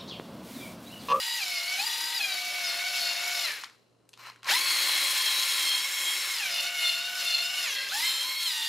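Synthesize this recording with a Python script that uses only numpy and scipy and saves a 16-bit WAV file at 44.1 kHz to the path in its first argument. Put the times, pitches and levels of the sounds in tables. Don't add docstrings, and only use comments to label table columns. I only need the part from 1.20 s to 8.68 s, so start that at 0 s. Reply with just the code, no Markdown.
import sys
import numpy as np
from scipy import signal
from scipy.fft import rfft, irfft, next_fast_len
from scipy.io import wavfile
from scipy.ndimage import uniform_filter1d

SR = 44100
rng = np.random.default_rng(int(sys.argv[2]) if len(sys.argv) > 2 else 0)


def digitize_waveform(pressure):
    field = np.atleast_2d(pressure).T
    bounded = np.clip(field, -1, 1)
    quanta = np.round(bounded * 32767).astype(np.int16)
    wavfile.write(sys.argv[1], SR, quanta)


N = 329868

# time_s, pitch_hz
FIRST_RUN = [(0, 960), (.182, 971), (.215, 817), (.26, 756), (.57, 748), (.615, 862), (.655, 954),
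             (.8, 969), (.975, 982), (1.005, 842), (1.07, 802.5), (1.17, 754), (2.235, 744.2), (2.295, 596),
             (2.38, 541), (2.45, 445)]
SECOND_RUN = [(3.255, 143.2), (3.275, 269.2), (3.295, 544), (3.31, 755), (3.34, 973), (3.37, 1081),
              (3.42, 1123), (3.53, 1105), (3.62, 1112), (3.85, 1098), (5.125, 1085), (5.19, 952.5),
              (5.24, 798.5), (5.31, 746.4), (6.445, 740.8), (6.48, 609), (6.52, 543), (6.695, 535),
              (6.735, 832), (6.85, 1052), (7.1, 1080), (7.25, 1086), (7.34, 949), (7.48, 937)]
# middle_s, length_s, sag_hz (at SLOW_HZ), firmness (0-1)
HAND_PRESSES = [(0.399, 0.29, 33, 0.23), (1.124, 0.17, 6.5, 0.07), (1.516, 0.34, 28.7, 0.42),
                (1.895, 0.44, 18.2, 0.63), (2.211, 0.21, 13.1, 0.74), (3.623, 0.37, 24.5, 1),
                (3.777, 0.17, 22.6, 0.9), (4.078, 0.35, 32, 0.9), (4.491, 0.42, 44.6, 0.43),
                (4.859, 0.15, 14.5, 0.47), (5.379, 0.34, 31, 0.75), (5.691, 0.45, 32.5, 0.89),
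                (6.152, 0.4, 33.4, 0.91), (6.432, 0.21, 15.1, 0.61), (6.95, 0.32, 34.4, 1),
                (7.295, 0.11, 19.7, 0.98)]
# level_db, surge_change_db, sideband_share (0-1)
TOOTH_HARMONICS = [(-40, -2.5, 0.38), (-40.5, -11.5, 0.18), (-44, -17, 0.26), (-43, 0.5, 0.42),
                   (-45.5, 0.5, 0.67), (-47, -27, 0.7)]
# time_s, gain_db
BALANCE_2 = [(0, -3), (.15, -1), (.25, -10), (.52, -6), (.62, -8), (.9, -1), (1.25, -8), (1.5, -1.5),
             (2.3, -0.5), (3.33, 3.5), (3.45, -5.5), (4.6, -3.5), (5.1, -0.5), (5.35, -4), (5.5, 2),
             (6.4, 1.5), (6.6, -7), (6.76, 3.5), (6.9, -7), (7.05, -8), (7.17, 2.5), (7.3, -5), (7.48, 0)]
BALANCE_3 = [(0, 1), (.18, 2.5), (.25, -3), (.53, 6), (.65, -1), (.95, 0), (1.05, -0.5), (1.25, 2),
             (1.5, 1), (2.2, -1.5), (2.33, 5.5), (3.3, -1), (3.41, -2), (3.53, 0.5), (4.28, 1), (4.42, 5.5),
             (4.58, 8), (4.68, -9), (4.8, 3), (4.93, 7), (5, -10), (5.17, -12), (5.23, 3.5), (5.35, -6),
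             (5.65, 4.5), (5.85, -10), (6.05, -3), (6.35, -1), (6.46, -8), (6.55, -1), (6.7, -1), (6.8, -5),
             (6.88, 8.5), (7.08, 2.5), (7.28, 5.5), (7.38, -1), (7.48, 3)]
BALANCE_4 = [(0, 3.5), (1.06, 2), (1.25, -4), (1.9, -9), (2.29, -0.5), (3.29, -5), (3.47, 6), (3.62, 8),
             (3.85, -2.5), (4.05, 1), (4.3, -2), (4.57, 8), (4.66, -19), (5.05, -11), (5.38, 4.5),
             (6.17, -0.5), (6.38, 9), (6.46, 0), (6.52, -16), (6.74, -15), (6.88, 11.5), (7.03, 7),
             (7.17, 12), (7.3, 7), (7.42, 0)]
BALANCE_5 = [(0, 0.5), (.21, 3.5), (.3, -4), (.55, -5), (.62, 3), (.7, 6), (.93, -3), (1.02, 6), (1.2, 0),
             (2.3, -2), (3.3, -4), (3.5, -6.5), (5.05, 4.5), (5.15, -3), (5.25, -9), (5.35, 1), (6.2, 1.5),
             (6.5, 2), (6.76, -7), (6.9, 1.5), (7.25, -3.5), (7.48, -2)]
BALANCE_6 = [(0, -5), (.25, -2), (.5, 4), (.62, -10), (.75, 5), (1, -5), (1.12, 7.5), (1.25, 0), (1.85, 6),
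             (2.3, -3), (5.1, 5), (5.25, -6), (5.38, -1), (5.7, 0.5), (6.18, 3.5), (6.4, -2), (6.6, 6),
             (6.75, -5), (7, 0.5)]
# frequency_hz, gain_db
GEARBOX_COLOUR = [(1100, -13.5), (1480, -4), (1950, 0), (2200, 0), (2430, 4), (2950, -4.5), (3280, 0),
                  (3700, -4.5), (3920, 0.5), (4420, -3.5), (4860, 4.5), (5200, 1.5), (5430, -3.5),
                  (5900, -9), (6800, -5.5), (7500, -4)]
# frequency_hz, gain_db
LOAD_COLOUR = [(1450, -6), (2150, -2), (2800, 11.5), (3500, 11), (4300, 13), (5000, 1.5), (5500, 13),
               (7500, -2)]
# gear_multiple, level_db (against the rattle)
GEAR_PARTIALS = [(1.025, -22.5), (8, -14), (9, -18), (10, -21)]
# centre_hz, width_hz, gain_db
HOUSING_MODES = [(2134, 115, 2), (2645, 250, 1.5), (3270, 270, 1), (3770, 146, -0.5), (4200, 470, 6),
                 (5170, 1100, 6.5), (7230, 230, 6.5), (7800, 120, -11), (8030, 170, 5.5)]
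# time_s, level_db
COMMUTATOR_HUM = [(0, -51), (1.2, -47), (2.15, -44.5), (2.3, -48), (3.3, -47), (4.2, -48), (5.1, -55.5),
                  (5.4, -49), (6.4, -53), (6.95, -49.5), (7.48, -52.5)]
# time_s, level_db
PINION_WHINE = [(0, -59), (1.3, -52), (1.9, -43.5), (2.3, -58), (3.29, -35), (3.42, -34.5), (4.45, -40.5),
                (4.62, -67), (5.2, -55), (5.4, -46.5), (6.35, -39.5), (6.6, -43.5), (7.15, -41), (7.3, -42),
                (7.4, -37.5)]
# shaft_multiple, level_db (against the rattle, at top speed)
ARMATURE_TONES = [(1, -33), (1.6, -31.5), (4, -23), (4.2, -27.5), (5.05, -17.5), (6.03, -15), (11.27, -8),
                  (13.1, -15), (24.1, -16)]
# frequency_hz, gain_db
RUB_COLOUR = [(71, -56), (150, -45), (250, -31.5), (345, -21), (430, -25.5), (500, -22.5), (585, -16),
              (640, -27), (740, -16.5), (1300, -12), (1900, -6), (2400, -5.5), (4000, -6.5), (4700, -12.5),
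              (6500, -13), (8600, -19.5), (9600, -15), (12000, -16), (13000, -19), (15000, -21.5),
              (15800, -26)]
# time_s, hiss_db, pad_db
FIRST_RUB = [(0.0, -40.5, -46.5), (0.49, -42.5, -44.5), (0.61, -39.5, -42.5), (0.94, -41.5, -45),
             (1.11, -41, -41), (1.27, -43, -46), (1.52, -40.5, -40), (1.72, -42.5, -44.5), (1.76, -38, -42),
             (1.97, -42, -39.5), (2.25, -39, -42.5), (2.29, -40.5, -37.5), (2.46, -56, -49.5),
             (2.5, -77, -65), (2.54, -72, -73)]
STOP_RUB = [(2.62, -80, -93), (2.9, -96.5, -82.5), (2.96, -85, -78), (3.0, -63, -56), (3.08, -61, -47.5),
            (3.145, -71, -60), (3.22, -81, -76)]
SECOND_RUB = [(3.238, -75, -54), (3.275, -43, -39), (3.295, -32.5, -26.5), (3.34, -32.5, -34.5),
              (3.43, -38, -37), (3.51, -35, -34), (4.41, -36, -38), (4.69, -40.5, -39.5),
              (4.98, -39.5, -39), (5.47, -40.5, -42), (5.51, -46, -44.5), (5.63, -39, -40.5),
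              (5.83, -45.5, -45.5), (5.96, -42.5, -45), (6.0, -39, -41.5), (6.32, -43.5, -45.5),
              (6.44, -39.5, -41), (6.69, -44.5, -44.5), (6.77, -37.5, -46), (6.85, -37.5, -39.5),
              (7.18, -46, -45), (7.22, -40, -47.5), (7.46, -41, -45)]
# frequency_hz, gain_db
AIR_COLOUR = [(25, -42), (42, -25), (56, -12), (80, -19), (130, -9), (213, -6.5), (430, -5), (560, -8.5),
              (2000, -30.5), (9500, -32), (15000, -55)]
# time_s, level_db
MAINS_HUM = [(0, -84.5), (2.2, -79.5), (2.5, -75.5), (3.2, -70), (3.6, -87.5), (6.5, -77), (7.48, -95)]
# middle_s, length_s, centre_hz, width_hz, level_db
RASP_SWELLS = [(0.377, .12, 5050, 800, -36), (1.5, 0.36, 5130, 700, -43), (1.851, .3, 4496, 900.4, -38),
               (2.15, .25, 5150, 700, -42), (4.851, .8, 7398, 450, -42), (5.677, 0.64, 7330, 350, -46.5),
               (6.25, 0.49, 7370, 350, -48), (6.925, .3, 7327, 300.9, -43)]
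# middle_s, length_s, gear_multiple, blur_hz, level_db
WHISTLE_SWELLS = [(1.12, 0.33, 8.9, 120, -60), (1.95, 1, 9.2, 59.98, -48.5),
                  (2.121, 0.73, 7.65, 110, -50.5), (4.849, 0.55, 12, 419.7, -45),
                  (4.899, 0.62, 7, 199.4, -49.5), (4.899, 0.58, 8.8, 350, -44),
                  (5.638, 0.28, 15.1, 801, -43), (6.069, 0.25, 14.9, 800, -49), (6.395, .16, 15, 799, -51),
                  (6.5, 0.16, 11, 259.5, -39.5), (6.6, 0.18, 7.8, 70.3, -37),
                  (6.592, 0.12, 3.65, 50, -39.5), (6.86, 0.37, 11.5, 300, -46),
                  (7.15, .5, 11.25, 260.2, -47)]
# start_s, level_db, ring_hz
STOP_CLICKS = [(2.434, -27.5, 2390), (2.437, -21, 1230), (2.443, -25, 4080), (2.498, -37, 1730),
               (2.891, -37.5, 11100), (2.932, -37, 3920), (2.937, -32, 3300), (2.945, -49, 3300),
               (2.975, -36, 1130), (3.16, -38, 1413), (3.231, -29, 2784), (3.245, -29, 4120)]
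# time_s, whistle_db, scrape_db
CREEP_LEVELS = [(2.965, -130, -73), (2.98, -75, -67), (2.995, -72, -44), (3.03, -71, -52),
                (3.06, -73, -41.5), (3.095, -75, -41.5), (3.13, -92, -56), (3.22, -125, -67),
                (3.243, -63, -49), (3.275, -67, -33), (3.32, -130, -70)]
# centre_hz, width_hz, gain_db
SCRAPE_MODES = [(1070, 65, -1.5), (1280, 210, -3), (2800, 280, -5), (4040, 230, -3)]
# frequency_hz, gain_db
SIDE_COLOUR = [(60, 2), (200, -36), (400, -12), (700, -16.5), (1300, -16.5), (2400, -13), (4400, -19.5),
               (8000, -39), (15000, -18.5)]
# frequency_hz, left_over_right_db
MIC_BALANCE = [(60, -3), (300, 5), (700, 4), (1200, 3), (2700, 6.5), (4200, 7), (6400, 6), (10000, 4.5),
               (15000, 6)]
# time_s, left_over_right_db
DRILL_PAN = [(0, -6), (.7, -4.5), (1.7, -4.5), (2.7, -4), (4, -5.5), (5.3, -5.5), (6.3, -5.5), (7.48, -6.5)]

SLOW_HZ = 750
SHAFT_PER_GEAR, CARRIER_PER_GEAR = 19 / 60, 1 / 15
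COMMUTATOR_BEATS, PINION_TEETH = 3, 12
FULL_SURGE_HZ_PER_S, FULL_SLACK_HZ_PER_S = 2620, 3700


def from_db(db):
    return 10 ** (np.asarray(db) / 20)


def rms_one(x):
    return x / np.sqrt(np.mean(x ** 2) + 1e-20)


def in_time(rows):
    time_s, *columns = np.transpose(rows)
    return [np.interp(np.arange(N) / SR, time_s, column) for column in columns]


def at_hz(points, hz):
    points = np.array(points)
    return np.interp(np.log(hz + 1e-3), np.log(points[:, 0]), points[:, 1])


def coloured(x, gain):
    size = next_fast_len(N + SR // 10)
    return irfft(rfft(x, size) * gain(np.arange(size // 2 + 1) * SR / size), size)[..., :N]


def drift(rate_hz):
    pole = np.exp(-40 * np.pi * rate_hz / SR)
    slow = signal.lfilter([1], [1, -2 * pole, pole * pole], rng.standard_normal(N // 20 + 4002))[4000:]
    return np.interp(np.arange(N) / 20, np.arange(len(slow)), rms_one(slow))


def tone(turns, blur, blur_hz):
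    blur = np.clip(blur, 0, 1)
    angle = 2 * np.pi * turns
    in_phase = np.sqrt(2 * (1 - blur)) + np.sqrt(blur) * drift(blur_hz)
    return in_phase * np.cos(angle) + np.sqrt(blur) * drift(blur_hz) * np.sin(angle)


def throb(turns, depth):
    return rms_one(1 + depth * np.cos(2 * np.pi * (turns + .15 * drift(3))))


def swell(middle_s, length_s):
    return np.cos(np.pi * np.clip((np.arange(N) / SR - middle_s) / length_s, -.5, .5)) ** 2


def snaps(per_s, decay_s, size):
    kicks = (rng.random(N) < per_s / SR) * np.minimum(rng.exponential(1, N), 3)
    return rms_one(1 + size * signal.lfilter([1], [1, -np.exp(-1 / (decay_s * SR))], kicks + 1e-18))


def resonance(hz, centre_hz, width_hz):
    return 1 / (1 + (2 * (hz - centre_hz) / width_hz) ** 2)


def housing_db(hz):
    return sum(db * resonance(hz, centre_hz, width_hz) for centre_hz, width_hz, db in HOUSING_MODES)


def planets(carrier, share):
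    return np.sqrt(1 - share) + 1j * np.sqrt(2 * share) * np.cos(np.pi * carrier + .6 * drift(3))


def gears(turns, pitch_hz, load, surge, slack, fade_db, rattle_db):
    play = np.maximum(slack, surge)
    turns = turns + 0.013 * drift(61) + 0.041 * play * drift(76)
    carrier = turns * CARRIER_PER_GEAR
    effort_db = fade_db + 0.53 * (rattle_db - np.median(rattle_db))
    rasp_db = -12.5 - 2.6 * load + 11 * play - 0.5 * np.log2(pitch_hz / SLOW_HZ)
    balances = (BALANCE_2, BALANCE_3, BALANCE_4, BALANCE_5, BALANCE_6)
    balance_db = {order: in_time(rows)[0] for order, rows in enumerate(balances, 2)}
    whine = np.zeros(N)
    for order, (base_db, surge_db, share) in enumerate(TOOTH_HARMONICS, 2):
        hz = order * pitch_hz
        level_db = base_db + effort_db + surge_db * surge + balance_db.get(order, 0)
        colour_db = at_hz(GEARBOX_COLOUR, hz) + load * at_hz(LOAD_COLOUR, hz)
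        beating = planets(carrier, share)
        phase = 2 * np.pi * (order * turns + 0.052 * drift(13.5))
        line = np.sqrt(2) * np.real(beating * np.exp(1j * phase))
        rasp = from_db(rasp_db + 0.99 * order) * tone(order * turns, blur=1, blur_hz=71)
        chatter_db = slack * (0.5 * order - 2 * np.clip(drift(59.6), -3, 1))
        wander_db = 2.5 * drift(18.7)
        whine += from_db(level_db + colour_db + chatter_db + wander_db) * (line + rasp)
    partials = sum(from_db(db) * tone(multiple * turns, blur=0.66, blur_hz=44.7)
                   for multiple, db in GEAR_PARTIALS)
    whine += from_db(rattle_db) * coloured(partials, lambda hz: from_db(housing_db(hz)))
    shudder = rms_one(from_db(1.42 * drift(45)))
    contact = from_db(-2.5 * slack)
    return whine * shudder * throb(3 * carrier, depth=0.085) * contact


def motor(shaft, pitch_hz, load, surge, fade_db, rattle_db, low_cut_hz=683):
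    hum_db, = in_time(COMMUTATOR_HUM)
    hum_blur = 0.08 + 0.96 * surge + 0.67 * np.maximum(pitch_hz / SLOW_HZ - 1, 0)
    hum = from_db(hum_db + 10 * surge) * tone(COMMUTATOR_BEATS * shaft, hum_blur, blur_hz=34.4)
    hum = coloured(hum, lambda hz: 1 / np.hypot(1, (low_cut_hz / (hz + 1)) ** 10))
    pinion_hz = PINION_TEETH * SHAFT_PER_GEAR * pitch_hz
    pinion_db = in_time(PINION_WHINE)[0] + fade_db + 0.43 * load * at_hz(LOAD_COLOUR, pinion_hz)
    pinion = from_db(pinion_db) * tone(PINION_TEETH * shaft, blur=0.67, blur_hz=30)
    armature = sum(from_db(db) * tone(multiple * shaft, blur=0.68, blur_hz=6.7)
                   for multiple, db in ARMATURE_TONES)
    armature *= from_db(rattle_db) * (pitch_hz / pitch_hz.max()) ** 1.3
    bearing_growl = from_db(hum_db - 13.5) * tone(2.52 * shaft, blur=0.76, blur_hz=11)
    return hum + bearing_growl + pinion + armature


def rub(drive, band_hz, grain_db, grain_hz):
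    low_hz, high_hz = band_hz
    contacts = drive * rng.standard_normal(N) * from_db(grain_db * drift(grain_hz))
    band = lambda hz: 1 / np.sqrt((1 + (low_hz / (hz + 1)) ** 14) * (1 + (hz / high_hz) ** 14))
    return rms_one(coloured(contacts, lambda hz: from_db(at_hz(RUB_COLOUR, hz) + housing_db(hz)) * band(hz)))


def friction(turns, octaves, hiss_db, pad_db, rattle_db):
    knocking = throb(turns * CARRIER_PER_GEAR, depth=0.021)
    catching = knocking * snaps(per_s=240, decay_s=0.0017, size=.27)
    spitting = knocking * snaps(per_s=120, decay_s=0.0054, size=.22)
    rumble = from_db(pad_db - 21 + 0.5 * octaves) * rub(1, (170, 650), grain_db=2, grain_hz=40.1)
    lid = from_db(pad_db - 12.5) * rub(catching, (677, 1210), grain_db=2.5, grain_hz=150)
    pad = from_db(pad_db - 1.2) * rub(catching, (1180, 2490), grain_db=0.5, grain_hz=302)
    rattle = from_db(rattle_db - 1.5) * rub(catching, (2390, 4420), grain_db=1, grain_hz=352)
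    paste_db, brush_db = hiss_db - 0.07 - 0.64 * octaves, hiss_db - 2 + 3.7 * octaves
    paste = from_db(paste_db) * rub(spitting, (4730, 8070), grain_db=2.5, grain_hz=390)
    brushes = from_db(brush_db) * rub(spitting, (7670, 17000), grain_db=1, grain_hz=902)
    return rumble + lid + pad + rattle + paste + brushes


def room_tone(air_db=-68, spread=0.86, mains_hz=118):
    common, left, right = coloured(rng.standard_normal((3, N)), lambda hz: from_db(at_hz(AIR_COLOUR, hz)))
    air = from_db(air_db) * rms_one(common + spread * np.array([left, right]))
    mains = tone(mains_hz * np.arange(N) / SR, blur=0.33, blur_hz=1.9)
    return air + from_db(in_time(MAINS_HUM)[0]) * mains


def pressing():
    return sum(np.outer([sag_hz, firmness], swell(middle_s, length_s))
               for middle_s, length_s, sag_hz, firmness in HAND_PRESSES)


def rasps():
    grit = rng.standard_normal(N) * snaps(per_s=270, decay_s=.002, size=.4)
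    out = np.zeros(N)
    for middle_s, length_s, centre_hz, width_hz, db in RASP_SWELLS:
        ring = rms_one(coloured(grit, lambda hz: resonance(hz, centre_hz, width_hz)))
        out += from_db(db) * swell(middle_s, length_s) * ring
    return out


def whistles(turns):
    return sum(from_db(db) * swell(middle_s, length_s) * tone(multiple * turns, blur=1, blur_hz=blur_hz)
               for middle_s, length_s, multiple, blur_hz, db in WHISTLE_SWELLS)


def clicks(decay_s=0.0019, tail_s=0.063, tail_db=-22, ring_db=4, gain_db=-15.5):
    out, t = np.zeros(N), np.arange(SR // 8) / SR
    envelope = np.exp(-t / decay_s) + from_db(tail_db) * np.exp(-t / tail_s)
    band = signal.butter(2, [800, 7500], "band", fs=SR, output="sos")
    for start_s, level_db, ring_hz in STOP_CLICKS:
        crack = signal.sosfilt(band, rng.standard_normal(len(t)))
        ring = signal.lfilter(*signal.iirpeak(ring_hz, 3, fs=SR), crack)
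        click = envelope * (rms_one(crack) + from_db(ring_db) * rms_one(ring))
        start = round(start_s * SR)
        out[start:start + len(t)] += from_db(level_db + gain_db) * click
    return out


def creep(chop_hz=12130):
    whistle_db, scrape_db = in_time(CREEP_LEVELS)
    whistle = from_db(whistle_db) * tone(chop_hz * np.arange(N) / SR, blur=0.74, blur_hz=70)
    slips = rng.standard_normal(N) * snaps(per_s=190, decay_s=0.00058, size=1.9)
    scrape = sum(from_db(db) * rms_one(signal.lfilter(*signal.iirpeak(hz, hz / width_hz, fs=SR), slips))
                 for hz, width_hz, db in SCRAPE_MODES)
    return whistle + from_db(scrape_db - 7.5) * scrape


def workshop(x, early_s=0.0047, t60_s=0.89, tail_db=-20, wall_cut_hz=1700):
    t = np.arange(SR // 2) / SR
    early, late_left, late_right = rng.standard_normal((3, len(t)))
    echo = lambda response: signal.fftconvolve(x, response / np.linalg.norm(response))[:N]
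    side = coloured(echo(early * np.exp(-t / early_s)), lambda hz: from_db(at_hz(SIDE_COLOUR, hz) + 2.5))
    tail = np.array([echo(late * from_db(-60 * t / t60_s)) for late in (late_left, late_right)])
    tail = coloured(tail, lambda hz: 1 / np.hypot(1, hz / wall_cut_hz))
    left_right = np.array([[1], [-1]])
    direct = coloured(x, lambda hz: from_db(left_right * at_hz(MIC_BALANCE, hz) / 2))
    pan = from_db(left_right * in_time(DRILL_PAN)[0] / 2)
    return direct * pan + left_right * side + from_db(tail_db) * tail


def scene():
    free_hz, = in_time(list(FIRST_RUN) + list(SECOND_RUN))
    sag_hz, press = pressing()
    sag_hz = sag_hz * (SLOW_HZ / free_hz) ** 2.05
    pitch_hz = uniform_filter1d(free_hz, size=SR // 50) - sag_hz
    turns, octaves = np.cumsum(pitch_hz) / SR, np.log2(pitch_hz / SLOW_HZ)
    hiss_db, pad_db = in_time(list(FIRST_RUB) + list(STOP_RUB) + list(SECOND_RUB))
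    rattle_db = hiss_db + 4 + 0.3 * press + 0.5 * octaves
    running, = in_time([(2.28, 1), (2.43, 0), (3.26, 0), (3.29, 1)])
    hz_per_s = uniform_filter1d(np.gradient(pitch_hz) * SR, size=SR // 20)
    surge = np.clip(hz_per_s / FULL_SURGE_HZ_PER_S, 0, 1)
    slack = np.clip(-hz_per_s / FULL_SLACK_HZ_PER_S, 0, 1)
    fade_db = 0.5 * np.minimum(octaves, 0)
    load = press * (1 - slack) * (SLOW_HZ / np.maximum(pitch_hz, SLOW_HZ)) ** 6.3
    whine = gears(turns, pitch_hz, load, surge, slack, fade_db, rattle_db)
    hum = motor(turns * SHAFT_PER_GEAR, pitch_hz, load, surge, fade_db, rattle_db)
    rubbing = friction(turns, octaves, hiss_db, pad_db, rattle_db)
    drill = running * (whine + hum + whistles(turns)) + clicks() + creep()
    return workshop(drill) + workshop(rubbing + rasps()) + room_tone()


def record(dry):
    return coloured(dry, lambda hz: np.clip((15700 - hz) / 300 + .5, 0, 1))


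dry = scene()
out = record(dry)
digitize_waveform(out)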